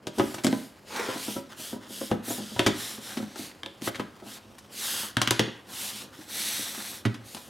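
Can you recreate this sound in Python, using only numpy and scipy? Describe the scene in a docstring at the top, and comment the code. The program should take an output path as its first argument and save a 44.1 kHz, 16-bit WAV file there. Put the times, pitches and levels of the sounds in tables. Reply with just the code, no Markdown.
"""Sharp knocks of a plastic rim are heard first, then hands hissing over a soft lid on a big empty tub.
The tub scrapes briefly on a glass stove top, the rim later snaps shut in a run of cracks, and the tub is set down.
Blows excite decaying modes of lid, walls and enclosed air; cracks are filtered bursts of noise.
Rubbing and scraping are trains of tiny random stick-slip releases, coloured by skin, plastic, walls and foot.
Two close microphone ports receive this with first reflections, a diffuse kitchen echo and faint steady noise."""
import sys
import numpy as np
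from scipy import signal
from scipy.fft import rfft, irfft
from scipy.io import wavfile

SR = 44100
rng = np.random.default_rng(int(sys.argv[2]) if len(sys.argv) > 2 else 0)


def transcribe(signal):
    """Save signal, clipped to [-1, 1], as a 16-bit WAV file at the path in sys.argv[1]."""
    frames = np.atleast_2d(signal).T
    limited = np.clip(frames, -1, 1)
    pcm = np.round(limited * 32767).astype(np.int16)
    wavfile.write(sys.argv[1], SR, pcm)


N = 330655
TIME = np.arange(N) / SR  # seconds
AGE = np.arange(SR // 2) / SR  # seconds since a blow

# Source levels below are ahead of the mix in scene().
# steady room noise, relative spectrum: hz, level_db (per Hz)
KITCHEN_SPECTRUM = [(30, -17), (60, -1), (110, 5.5), (200, -3), (320, -1.5), (550, -4), (1300, -9),
                    (3000, -25), (7000, -45), (16000, -50)]
# decay of the kitchen echo: hz, t60_s
ROOM_DECAY = [(100, 0.42), (400, 0.41), (1500, 0.54), (3200, 0.49), (7000, 0.37), (15000, 0.33)]
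# first reflections from the back panel and the wall: delay_s, level_db
FIRST_REFLECTIONS = [(.0057, -18.5), (0.0128, -22.5)]
# width of the sound at the two microphone ports: hz, side_minus_mid_db
PORT_WIDTH = [(30, -8), (110, -10.5), (260, -12.5), (700, -8), (1400, -10), (2800, -14), (5000, -53),
              (8000, -100), (10500, -20), (13000, -4), (16000, -10)]

# foot of the tub scraping on the glass, level against time: time_s, level_db
SCRAPE_LEVEL = [(.84, -77), (.91, -44.5), (1.0, -31.5), (1.04, -38), (1.11, -38), (1.17, -48.5),
                (1.24, -75)]
# relative spectrum of the foot's friction: hz, level_db
FOOT_SPECTRUM = [(150, -35), (380, -2), (520, 11.5), (750, -4), (950, 3), (1900, 0), (2500, -1),
                 (3300, -31), (6000, -33), (16000, -48)]
SCRAPE_DRAG_DB = 0.5  # drag of the plastic relative to the scraping foot

# relative spectrum of skin on the matt lid: hz, level_db (per Hz)
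SKIN_SPECTRUM = [(600, -26), (1500, -10.5), (2500, -7), (2900, -2.5), (3400, -2), (4500, -3.5), (6800, -5),
                 (9500, -3.5), (12300, -4.5), (14500, -12), (15800, -17)]
# relative spectrum of dragged plastic: hz, level_db (per Hz)
DRAG_SPECTRUM = [(200, -19.5), (450, -13), (800, 2.5), (1300, 0.5), (1800, -2.5), (2300, -7), (2750, -5),
                 (3300, -5.5), (6000, -11), (16000, -23)]
# relative spectrum of walls shaken by rubbing: hz, level_db (per Hz)
SHUDDER_SPECTRUM = [(40, -34), (80, -14.5), (115, -6), (175, -5), (210, 6), (240, 2), (320, 0), (440, -5.5),
                    (530, -2.5), (800, -13.5), (2000, -41.5)]
# strokes of a hand: start_s, length_s, hiss_db, brightness_db (ahead of a common offset), extra_drag_db,
# speeding_share (fraction of the stroke spent speeding up)
HAND_STROKES = [(0.12, 0.37, -44.5, 2.5, 1, 0.26), (0.48, 0.27, -45.5, 2, -4, 0.19),
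                (0.832, 0.47, -39.5, -7, -2, 0.39), (1.07, 0.37, -37, 1.5, 0.5, 0.56),
                (1.486, 0.092, -56.5, -17, 8.5, 0.16), (1.552, 0.24, -38.5, 2, -5.5, 0.32),
                (1.804, 0.12, -57.5, -18, 7, 0.37), (1.862, 0.31, -38.5, 2, -10, 0.38),
                (2.219, 0.2, -34.5, 7, 0, 0.52), (2.313, 0.8, -43, -5, -6, .15),
                (2.722, 0.31, -36, 1, 2.5, 0.38), (2.987, 0.32, -41, -0.5, 2.5, 0.21),
                (3.21, 0.2, -51.5, -8, -2, 0.56), (3.357, 0.18, -39.5, -1, -1, 0.22),
                (3.805, 0.096, -34.5, 3.5, 4, 0.77), (3.93, 0.16, -57.5, 1, -2, 0.26),
                (4.218, 0.18, -43, 0, -2.5, 0.67), (4.694, 0.44, -29.5, 2, 2, 0.53),
                (5.654, 0.28, -33.5, 2.5, 0.5, 0.8), (5.879, 0.2, -38, -2, -5.5, 0.42),
                (6.101, 0.21, -50.5, -1, 2, 0.57), (6.255, 0.62, -30, 1, -1, 0.3),
                (6.62, 0.42, -38.5, 2.5, 1.5, 0.61), (7.232, 0.36, -47, 2.5, -6.5, 0.18)]
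GRIP_S = 0.3  # the resting hiss of the hands reaches full power by this time
STROKE_CURVE = 1.63  # hiss amplitude grows as this power of hand speed
RESTING_DB, RESTING_BRIGHT_DB = -65, -1.5  # hiss of hands that only hold on
# Drag and shudder at a firm stroke, and the dB each gains per dB of hiss.
FIRM_STROKE_DB = -29
DRAG_DB, DRAG_GROWTH = -44, 0.42
SHUDDER_DB, SHUDDER_GROWTH = -50.5, 0.21
# Lid shifting round a blow: time constants, and its shudder and drag relative to the blow.
SHIFT_BUILD_S, SHIFT_SETTLE_S, SHIFT_SHUDDER_DB, SHIFT_DRAG_DB = 0.007, 0.017, -6.5, -18.5
SEALING_S = 5.0  # blows from here on no longer make the lid shift

# modes of lid and walls: hz, level_db (relative), t60_s
LID_WALL_MODES = [(160.2, -13, 0.25), (206, -4, 0.16), (238, 0.5, 0.12), (262.7, -4, 0.15),
                  (318.5, -2.5, 0.1), (354.7, -1, 0.076), (406, -10, 0.088), (442, -5.5, 0.14),
                  (530, -5.5, 0.13), (603, -10.5, 0.22), (684, -6.5, 0.082), (790, 2, 0.04),
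                  (976, -11.5, 0.2), (1104, -20, 0.053), (1320, -9.5, 0.084), (1480, -16.5, 0.13),
                  (1592, -23, 0.091), (2020, -24, 0.026)]
# lid bouncing on the enclosed air, longer once the rim is sealed: time_s, pitch_hz, t60_s
DRUM_MODE = [(0, 126, .1), (2.1, 111, .13), (5.2, 118, .14), (5.4, 118, .22), (7.05, 114, .22)]
# relative spectrum of a rim crack: hz, level_db
CRACK_SPECTRUM = [(100, -26), (500, -8.5), (900, 3), (1200, 3), (1900, 3.5), (2500, 1), (3100, 5),
                  (4200, 2), (7000, 2), (11000, 2.5), (16000, -6)]
# soft bumps of hands and lid: time_s, wall_db, favoured_wall_pitch_hz
SOFT_BUMPS = [(0.2354, -35, 328), (0.486, -32, 252), (0.562, -41, 240), (1.085, -31, 520),
              (1.158, -37, 276), (1.28, -32.5, 247), (1.363, -31.5, 273), (1.595, -45.5, 266),
              (1.728, -35, 240), (1.76, -41.5, 250), (1.903, -43, 240), (2.14, -34.5, 230),
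              (2.279, -37, 247), (2.304, -30.5, 266), (2.381, -36.5, 225), (2.401, -38, 224),
              (2.516, -40, 197), (2.683, -31.5, 327), (2.981, -43.5, 210), (3.199, -34, 206),
              (3.226, -36, 210), (3.391, -37.5, 276), (4.222, -46, 350), (4.263, -45, 240),
              (5.439, -40.5, 420), (5.476, -40, 400), (6.187, -44.5, 310), (6.591, -40.5, 258),
              (6.776, -43.5, 227)]
# A bump near the stiff rim favours a higher pitch and is brighter (tilt at 250 Hz, and rise per octave).
BUMP_DRUM_DB, BUMP_TILT_DB, BUMP_TILT_RISE_DB = -16.5, 0.5, 3  # drum level is relative to the wall
# tub dropping back on the glass: time_s, drum_db, wall_db, wall_tilt_db (per octave), favoured_wall_pitch_hz,
# crack_db, crack_corner_hz, buzz_db (after the crack, relative to it, ahead of a common trim), left_minus_right_db
TUB_SET_DOWN = [(7.052, -23, -24.5, -2, 306, -26.5, 2630, -7, -3)]
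# short piece of the lip ticking over: time_s, level_db
LIP_TICKS = [(3.6331, -31.5), (3.6609, -30)]
# modes of that piece: hz, level_db (relative to the tick), t60_s
LIP_PIECE_MODES = [(1174, -13, 0.034), (1730, -4, 0.024), (3230, -2, .025), (3540, 3, 0.011)]
# rim knocking, catching or snapping: time_s, crack_db, crack_corner_hz, buzz_db (after the crack, relative
# to it, ahead of a common trim), wall_db, drum_db, wall_tilt_db (per octave), favoured_wall_pitch_hz
RIM_SNAPS = [(0.0692, -33.5, 5400, -8, -35, -47, 1, 347), (0.1834, -36, 7500, -5, -28, -46, -0.5, 400),
             (0.1965, -25, 2000, -8, -19, -32, 1, 314), (0.342, -41, 7100, 0, -40, -52, 2, 327),
             (0.382, -43.5, 3600, -1, -44, -58, 5, 400), (0.436, -39, 7300, 0.5, -47, -59, 2, 248),
             (0.4453, -23, 7200, -10.5, -20.5, -37, -2, 257),
             (0.4671, -23, 5800, -11.5, -22.5, -40, -3.5, 256),
             (0.527, -30.5, 2200, -13.5, -25.5, -42, 0, 250), (2.013, -40, 1300, -9, -34.5, -61, -1, 516),
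             (2.114, -29.5, 2200, -9, -22.5, -32, -3, 513), (2.5622, -41.5, 2580, -8, -39, -41, 12, 367),
             (2.593, -15.5, 2980, -14, -22.5, -33.5, 3, 347),
             (2.6633, -19, 4440, -3, -20.5, -28.5, -2, 350), (3.171, -37, 3540, -3.5, -30.5, -62, -5, 204),
             (3.358, -42, 5040, -6, -43.5, -65, 5, 340), (3.8197, -38.5, 5270, -16, -36.5, -64, -8, 266),
             (3.874, -30, 2680, -6.5, -31, -41, 3, 289), (3.946, -38, 2240, -4.5, -52, -58, 12, 200),
             (3.9562, -35.5, 3520, -9, -58, -56, 1, 200), (3.996, -32.5, 1780, -5.5, -32, -44, 2, 186),
             (4.583, -48.5, 7100, -2.5, -72, -67, 5, 210), (5.1686, -16, 2390, -19, -29.5, -29.5, 2.5, 227),
             (5.2161, -15, 5030, -14.5, -34, -35, 5, 312), (5.2742, -17, 3430, -14.5, -34.3, -39, -6, 367),
             (5.308, -13.5, 5700, -16.5, -26.5, -32.5, 6, 334),
             (5.394, -13, 3730, -15.5, -22, -29.5, -3.5, 472), (7.142, -45.5, 3640, -1, -63, -60, 3, 240),
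             (7.347, -36.5, 7640, -12, -44, -75, 5.5, 257), (7.3684, -47.5, 5220, -0.5, -48, -75, 13, 345)]
RIM_PAN_DB = 1.5  # left minus right
TOP_HZ = 15900  # upper limit of the microphone


def undb(db):
    """Level: amplitude ratio is ten to the power of decibels over twenty."""
    return 10 ** (np.asarray(db) / 20)


def unit(x, size=None):
    """Normalization: scale to rms 1 as judged over the first size samples."""
    return x / np.sqrt(np.mean(x[:size] ** 2) + 1e-18)


def read(points, hz):
    """Interpolation: read a table along a logarithmic frequency axis."""
    f, value = np.transpose(points)
    return np.interp(np.log(hz + 1), np.log(f), value)


def bins(size):
    """Fourier analysis: bin frequencies of a real transform, in Hz."""
    return np.arange(size // 2 + 1) * SR / size


def response(db, size):
    """Minimum phase: a folded cepstrum gives the causal impulse response for the level at each bin."""
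    cepstrum = irfft(np.log(undb(db)), size)
    cepstrum[1:size // 2] *= 2
    cepstrum[size // 2 + 1:] = 0
    return irfft(np.exp(rfft(cepstrum)), size)


def colour(x, points, size=2048):
    """Linear filtering: convolve with the response of a (hz, db) spectrum."""
    impulse = response(read(points, bins(size)), size)
    return signal.fftconvolve(x, impulse)[:len(x)]


def walk(rate):
    """Random modulation: straight lines between rate chance values a second, with a spread near 1."""
    knots = rng.standard_normal(4096)
    return 1.2 * np.interp(TIME * rate, np.arange(len(knots)), knots)


def add(track, s, sound):
    """Superposition: mix a sound into the track from time s."""
    i = max(int(s * SR), 0)
    part = sound[..., :N - i]
    track[..., i:i + part.shape[-1]] += part


def panned(sound, pan_db):
    """Level difference: place a sound between the two ports."""
    return undb([[pan_db / 2], [-pan_db / 2]]) * sound


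def kitchen():
    """Stationary noise: white noise takes the spectrum of the quiet kitchen."""
    return unit(colour(rng.standard_normal(N), KITCHEN_SPECTRUM))


def room(x, first_s=0.0044, treble_db=-4):
    """Reverberation: octave bands of diffuse noise decay at the rates of a small hard kitchen."""
    centres = 62.5 * 2. ** np.arange(9)
    noise, hz, tail = rfft(rng.standard_normal(len(AGE))), bins(len(AGE)), 0
    for centre, weights in zip(centres, np.eye(len(centres))):
        overlap = np.interp(np.log(hz + 1), np.log(centres), weights)
        band = irfft(noise * overlap, len(AGE))
        tail = tail + band * np.exp(-np.log(1000) * AGE / read(ROOM_DECAY, centre))
    tail = tail * np.clip(AGE / first_s - 1, 0, 1)  # silent until first_s, full at twice that
    tail = tail / np.sqrt(np.sum(tail ** 2))
    tone = [(120, 0.0), (220, 2.0), (800, -1.0), (2000, -0.5), (3200, 0.5), (9000, treble_db)]  # Hz, dB
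    return signal.fftconvolve(x, colour(tail, tone))[:N]


def side(mid, scatter_s=0.018):
    """Decorrelation: reflections reach the ports differently, as the same sound with scattered phase."""
    scatter = rng.standard_normal(len(AGE)) * np.exp(-AGE / scatter_s) * (1 - np.exp(-AGE / 0.0017))
    scatter = scatter / np.sqrt(np.sum(scatter ** 2))
    return colour(signal.fftconvolve(mid, scatter)[:N], PORT_WIDTH)


def ring(hz, t60):
    """Damped oscillation: one mode falls by 60 dB in t60 seconds."""
    return np.sin(2 * np.pi * hz * AGE) * np.exp(-np.log(1000) * AGE / t60)


def walls(tilt_db, favoured_hz, favour_db=7.5, favour_octaves=0.23, spread_db=3.56, detune=0.025):
    """Modal excitation: the place of a blow favours some modes; the grip shifts level and pitch by chance."""
    chance = rng.standard_normal((len(LID_WALL_MODES), 2))
    out = 0
    for k, ((hz, db, t60), (size, shift)) in enumerate(zip(LID_WALL_MODES, chance)):
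        favour = favour_db * np.exp(-(np.log2(hz / favoured_hz) / favour_octaves) ** 2)
        tilt = tilt_db * min(np.log2(hz / 250), 2)  # no further tilt above 1000 Hz
        gain = undb(db + favour + tilt + spread_db * size)
        polarity = (-1) ** (k // 2)
        out = out + polarity * gain * ring(hz * (1 + detune * shift), t60)
    return out


def slips(rate, scatter_db):
    """Stick-slip friction: about rate tiny releases a second, of uneven size and either sign."""
    hit = rng.random(N) < rate / SR
    return hit * rng.standard_normal(N) * undb(scatter_db * np.minimum(rng.exponential(size=N), 5))


def scrape_db():
    """Friction level: the scraping foot's level over time, silent outside its table."""
    return np.interp(TIME, *np.transpose(SCRAPE_LEVEL), left=-np.inf, right=-np.inf)


def scrape(ringing_db=-2, tilt_db=5, favoured_hz=480):
    """Friction-driven resonance: slips of the foot sound directly and through the ringing walls."""
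    friction = slips(3500, 1.9)
    ringing = unit(signal.fftconvolve(friction, walls(tilt_db, favoured_hz))[:N])
    direct = unit(colour(friction, FOOT_SPECTRUM))
    return undb(scrape_db()) * unit(direct + undb(ringing_db) * ringing)


def squeak(start_s=2.288, end_s=2.322, from_hz=6000, to_hz=7100, db=-35, octave_db=-8):
    """Frequency modulation: a fingertip whistles briefly upward, with an octave partial and jitter."""
    along = np.clip((TIME - start_s) / (end_s - start_s), 0, 1)
    glide = from_hz + (to_hz - from_hz) * np.sin(np.pi * along / 2)
    hz = glide * (1 + 0.0106 * walk(1600))
    phase = 2 * np.pi * np.cumsum(hz) / SR
    return undb(db) * np.sin(np.pi * along) * (np.sin(phase) + undb(octave_db) * np.sin(2 * phase))


def strokes():
    """Speed-dependent friction: arches of hand speed give hiss, brightness and extra drag in dB."""
    power = undb(RESTING_DB) ** 2 * np.clip(TIME / GRIP_S, 1e-2, 1)
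    brightness, drag = power * RESTING_BRIGHT_DB, 0
    for start_s, length_s, db, bright_db, drag_db, speeding in HAND_STROKES:
        peak = np.clip(speeding, .1, .9)
        along = np.interp((TIME - start_s) / length_s, [0, peak, 1], [-1, 0, 1])
        speed = 1 - along ** 2
        stroke = (undb(db) * speed ** STROKE_CURVE) ** 2
        power = power + stroke
        brightness, drag = brightness + stroke * bright_db, drag + stroke * drag_db
    return 10 * np.log10(power), brightness / power, drag / power  # the last two are power-weighted means


def shifting():
    """Loose contact: until the rim seals, the lid shifts just before each snap or bump and settles after."""
    power = np.zeros(N)
    snap_levels = [(row[0], row[4]) for row in RIM_SNAPS]
    bump_levels = [row[:2] for row in SOFT_BUMPS]
    for s, wall_db in snap_levels + bump_levels:
        if s < SEALING_S:
            fade = np.maximum((s - TIME) / SHIFT_BUILD_S, (TIME - s) / SHIFT_SETTLE_S)
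            power += undb(wall_db) ** 2 * np.exp(-2 * np.minimum(fade, 20))
    return np.sqrt(power)


def contact():
    """Power addition: strokes, shifting lid and scraping foot set hiss, brightness, drag and shudder in dB."""
    skin_db, bright_db, extra_drag_db = strokes()
    firmness_db, shift = skin_db - FIRM_STROKE_DB, shifting()
    foot = undb(scrape_db() + SCRAPE_DRAG_DB)
    stroke_drag = undb(DRAG_DB + extra_drag_db + DRAG_GROWTH * firmness_db)
    drag = np.hypot(stroke_drag, np.hypot(undb(SHIFT_DRAG_DB) * shift, foot))
    stroke_shudder = undb(SHUDDER_DB + SHUDDER_GROWTH * firmness_db)
    shudder = np.hypot(stroke_shudder, undb(SHIFT_SHUDDER_DB) * shift)
    return skin_db, bright_db, 20 * np.log10(drag), 20 * np.log10(shudder)


def sliding(drag_wander_db=3.0, mirror=0.29, mirror_s=0.000532, mirror_sway=0.296):
    """Sliding friction: skin hisses on the matt lid; firmer contact drags the plastic and shakes the walls."""
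    skin_db, bright_db, drag_db, shudder_db = contact()
    skin = unit(colour(slips(20000, 0.52), SKIN_SPECTRUM))
    fine = signal.sosfiltfilt(signal.butter(2, 7000, "high", fs=SR, output="sos"), skin)
    bright = undb(bright_db - 3.5)  # common brightness offset
    skin = (skin - fine + bright * fine) / np.sqrt((1 + bright ** 2) / 2)
    drag = unit(colour(slips(5000, 1.0), DRAG_SPECTRUM))
    shudder = unit(colour(slips(900, 1.0), SHUDDER_SPECTRUM))
    hiss = skin * undb(skin_db + .5 * walk(45))
    rub = hiss + drag * undb(drag_db + drag_wander_db * walk(60))
    # The gap between hand and lid reflects the rub; its wandering delay shifts the colour.
    lag = mirror_s * np.exp(mirror_sway * walk(4.5))
    reflected = np.interp(TIME - lag, TIME, rub)
    rub = (rub + mirror * reflected) / np.sqrt(1 + mirror ** 2)
    return rub + shudder * undb(shudder_db + 2 * walk(25))


def tub(s, drum_db, wall_db, tilt_db, favoured_hz, rise_s=0.0023, first_swing=1, first_swing_s=0.0028):
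    """Impact response: after a blow at time s the walls ring and the lid drums on the enclosed air."""
    # The bend needs time to cross the lid; its first swings are up to twice as wide as the later ones.
    swing = (1 - np.exp(-AGE / rise_s)) * (1 + first_swing * np.exp(-AGE / first_swing_s))
    times, drum_hz, drum_t60 = np.transpose(DRUM_MODE)
    drum = ring(np.interp(s, times, drum_hz), np.interp(s, times, drum_t60))
    wall = unit(walls(tilt_db, favoured_hz) * swing, size=1323)  # level over the first 30 ms
    return undb(wall_db) * wall + undb(drum_db) * unit(drum * swing, size=1323)


def crack(db, corner_hz, buzz_db, release_s=0.0012, buzz_s=0.01, buzz_gain_db=-2,
          slope=1.71, rim_db=2.0, rim_octaves=1.0, size=512):
    """Sudden release: the lip lets go in a few milliseconds and dense high modes of the plastic buzz on."""
    hz = bins(size)
    burst, buzz = rng.standard_normal((2, len(AGE)))
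    burst = np.sign(burst) * np.exp(-AGE / release_s) * (1 - np.exp(-AGE / 0.00057))
    buzz = buzz * np.exp(-AGE / buzz_s) * (1 - np.exp(-(AGE / 0.0028) ** 2))
    # The freed length of rim resonates round the corner frequency.
    rim = rim_db * np.exp(-(np.log2((hz + 1) / corner_hz) / rim_octaves) ** 2)
    rolloff = 10 * np.log10(1 + (hz / corner_hz) ** (2 * slope))
    impulse = response(read(CRACK_SPECTRUM, hz) + rim - rolloff, size)
    burst = unit(signal.fftconvolve(burst, impulse)[:len(AGE)], size=176)  # first 4 ms
    buzz = unit(signal.fftconvolve(buzz, impulse)[:len(AGE)], size=1764)  # first 40 ms
    return undb(db) * (burst + undb(buzz_db + buzz_gain_db) * buzz)


def bump(s, wall_db, favoured_hz):
    """Soft impact: a slower rise of the walls with a little drumming, brighter at higher favoured pitches."""
    tilt_db = BUMP_TILT_DB + BUMP_TILT_RISE_DB * np.log2(favoured_hz / 250)
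    return tub(s, wall_db + BUMP_DRUM_DB, wall_db, tilt_db, favoured_hz, rise_s=0.0057)


def set_down(s, drum_db, wall_db, tilt_db, favoured_hz, crack_db, corner_hz, buzz_db, pan_db):
    """Impact response: the tub lands on the glass with a drumming thump, kept above 90 Hz."""
    sound = tub(s, drum_db, wall_db, tilt_db, favoured_hz, rise_s=0.0047)
    sound = sound + crack(crack_db, corner_hz, buzz_db)
    high_pass = signal.butter(4, 90, "high", fs=SR, output="sos")
    return panned(signal.sosfilt(high_pass, sound), pan_db)


def tick(s, db, corner_hz=3000, crack_db=-4, buzz_db=-20, wall_db=-15, drum_db=-38, tilt_db=5, favoured_hz=310):
    """Local resonance: a piece of lip clicks and rings for a moment while the tub barely stirs."""
    lip = sum(undb(mode_db) * ring(hz, t60) for hz, mode_db, t60 in LIP_PIECE_MODES)
    body = tub(s, drum_db, wall_db, tilt_db, favoured_hz)
    return undb(db) * (lip + crack(crack_db, corner_hz, buzz_db) + body)


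def snap(s, crack_db, corner_hz, buzz_db, wall_db, drum_db, tilt_db, favoured_hz,
         thud_hz=58, thud_t60_s=0.023, thud_db=-19):
    """Snap-through: the rim cracks, the tub rings, and the dropping lid thuds in proportion to the crack."""
    thud = undb(crack_db + thud_db) * ring(thud_hz, thud_t60_s)
    body = tub(s, drum_db, wall_db, tilt_db, favoured_hz)
    return panned(body + crack(crack_db, corner_hz, buzz_db) - thud, RIM_PAN_DB)


def blows():
    """Superposition of impacts: bumps, set-down, ticks and rim snaps at their times."""
    out = np.zeros((2, N))
    for rows, strike in (SOFT_BUMPS, bump), (TUB_SET_DOWN, set_down), (LIP_TICKS, tick), (RIM_SNAPS, snap):
        for row in rows:
            add(out, row[0], strike(*row))
    return out


def scene(blow_room_db=-10, slide_room_db=-11, slide_db=-1.0, kitchen_db=-57):
    """Sound field: direct sound, reflections and echo of every source over the kitchen's steady noise."""
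    hits = blows()
    slide = undb(slide_db) * sliding() + squeak() + scrape()
    hits_mid = hits.mean(axis=0)
    echo = room(undb(blow_room_db) * hits_mid + undb(slide_room_db) * slide)
    for delay_s, db in FIRST_REFLECTIONS:
        add(echo, delay_s, undb(db) * (hits_mid + slide))
    both = hits + slide + echo + undb(kitchen_db) * kitchen()
    return both + np.array([[1], [-1]]) * side(both.mean(axis=0))


def record(dry, ceiling=0.34):
    """Saturation and band limits: the microphone rounds sharp peaks, thins deep bass and cuts the top."""
    rounded = ceiling * np.tanh(dry / ceiling)
    sound = signal.sosfilt(signal.butter(2, 35, "high", fs=SR, output="sos"), rounded)
    return signal.sosfilt(signal.ellip(10, .2, 80, TOP_HZ, fs=SR, output="sos"), sound)


dry = scene()
out = record(dry)
transcribe(out)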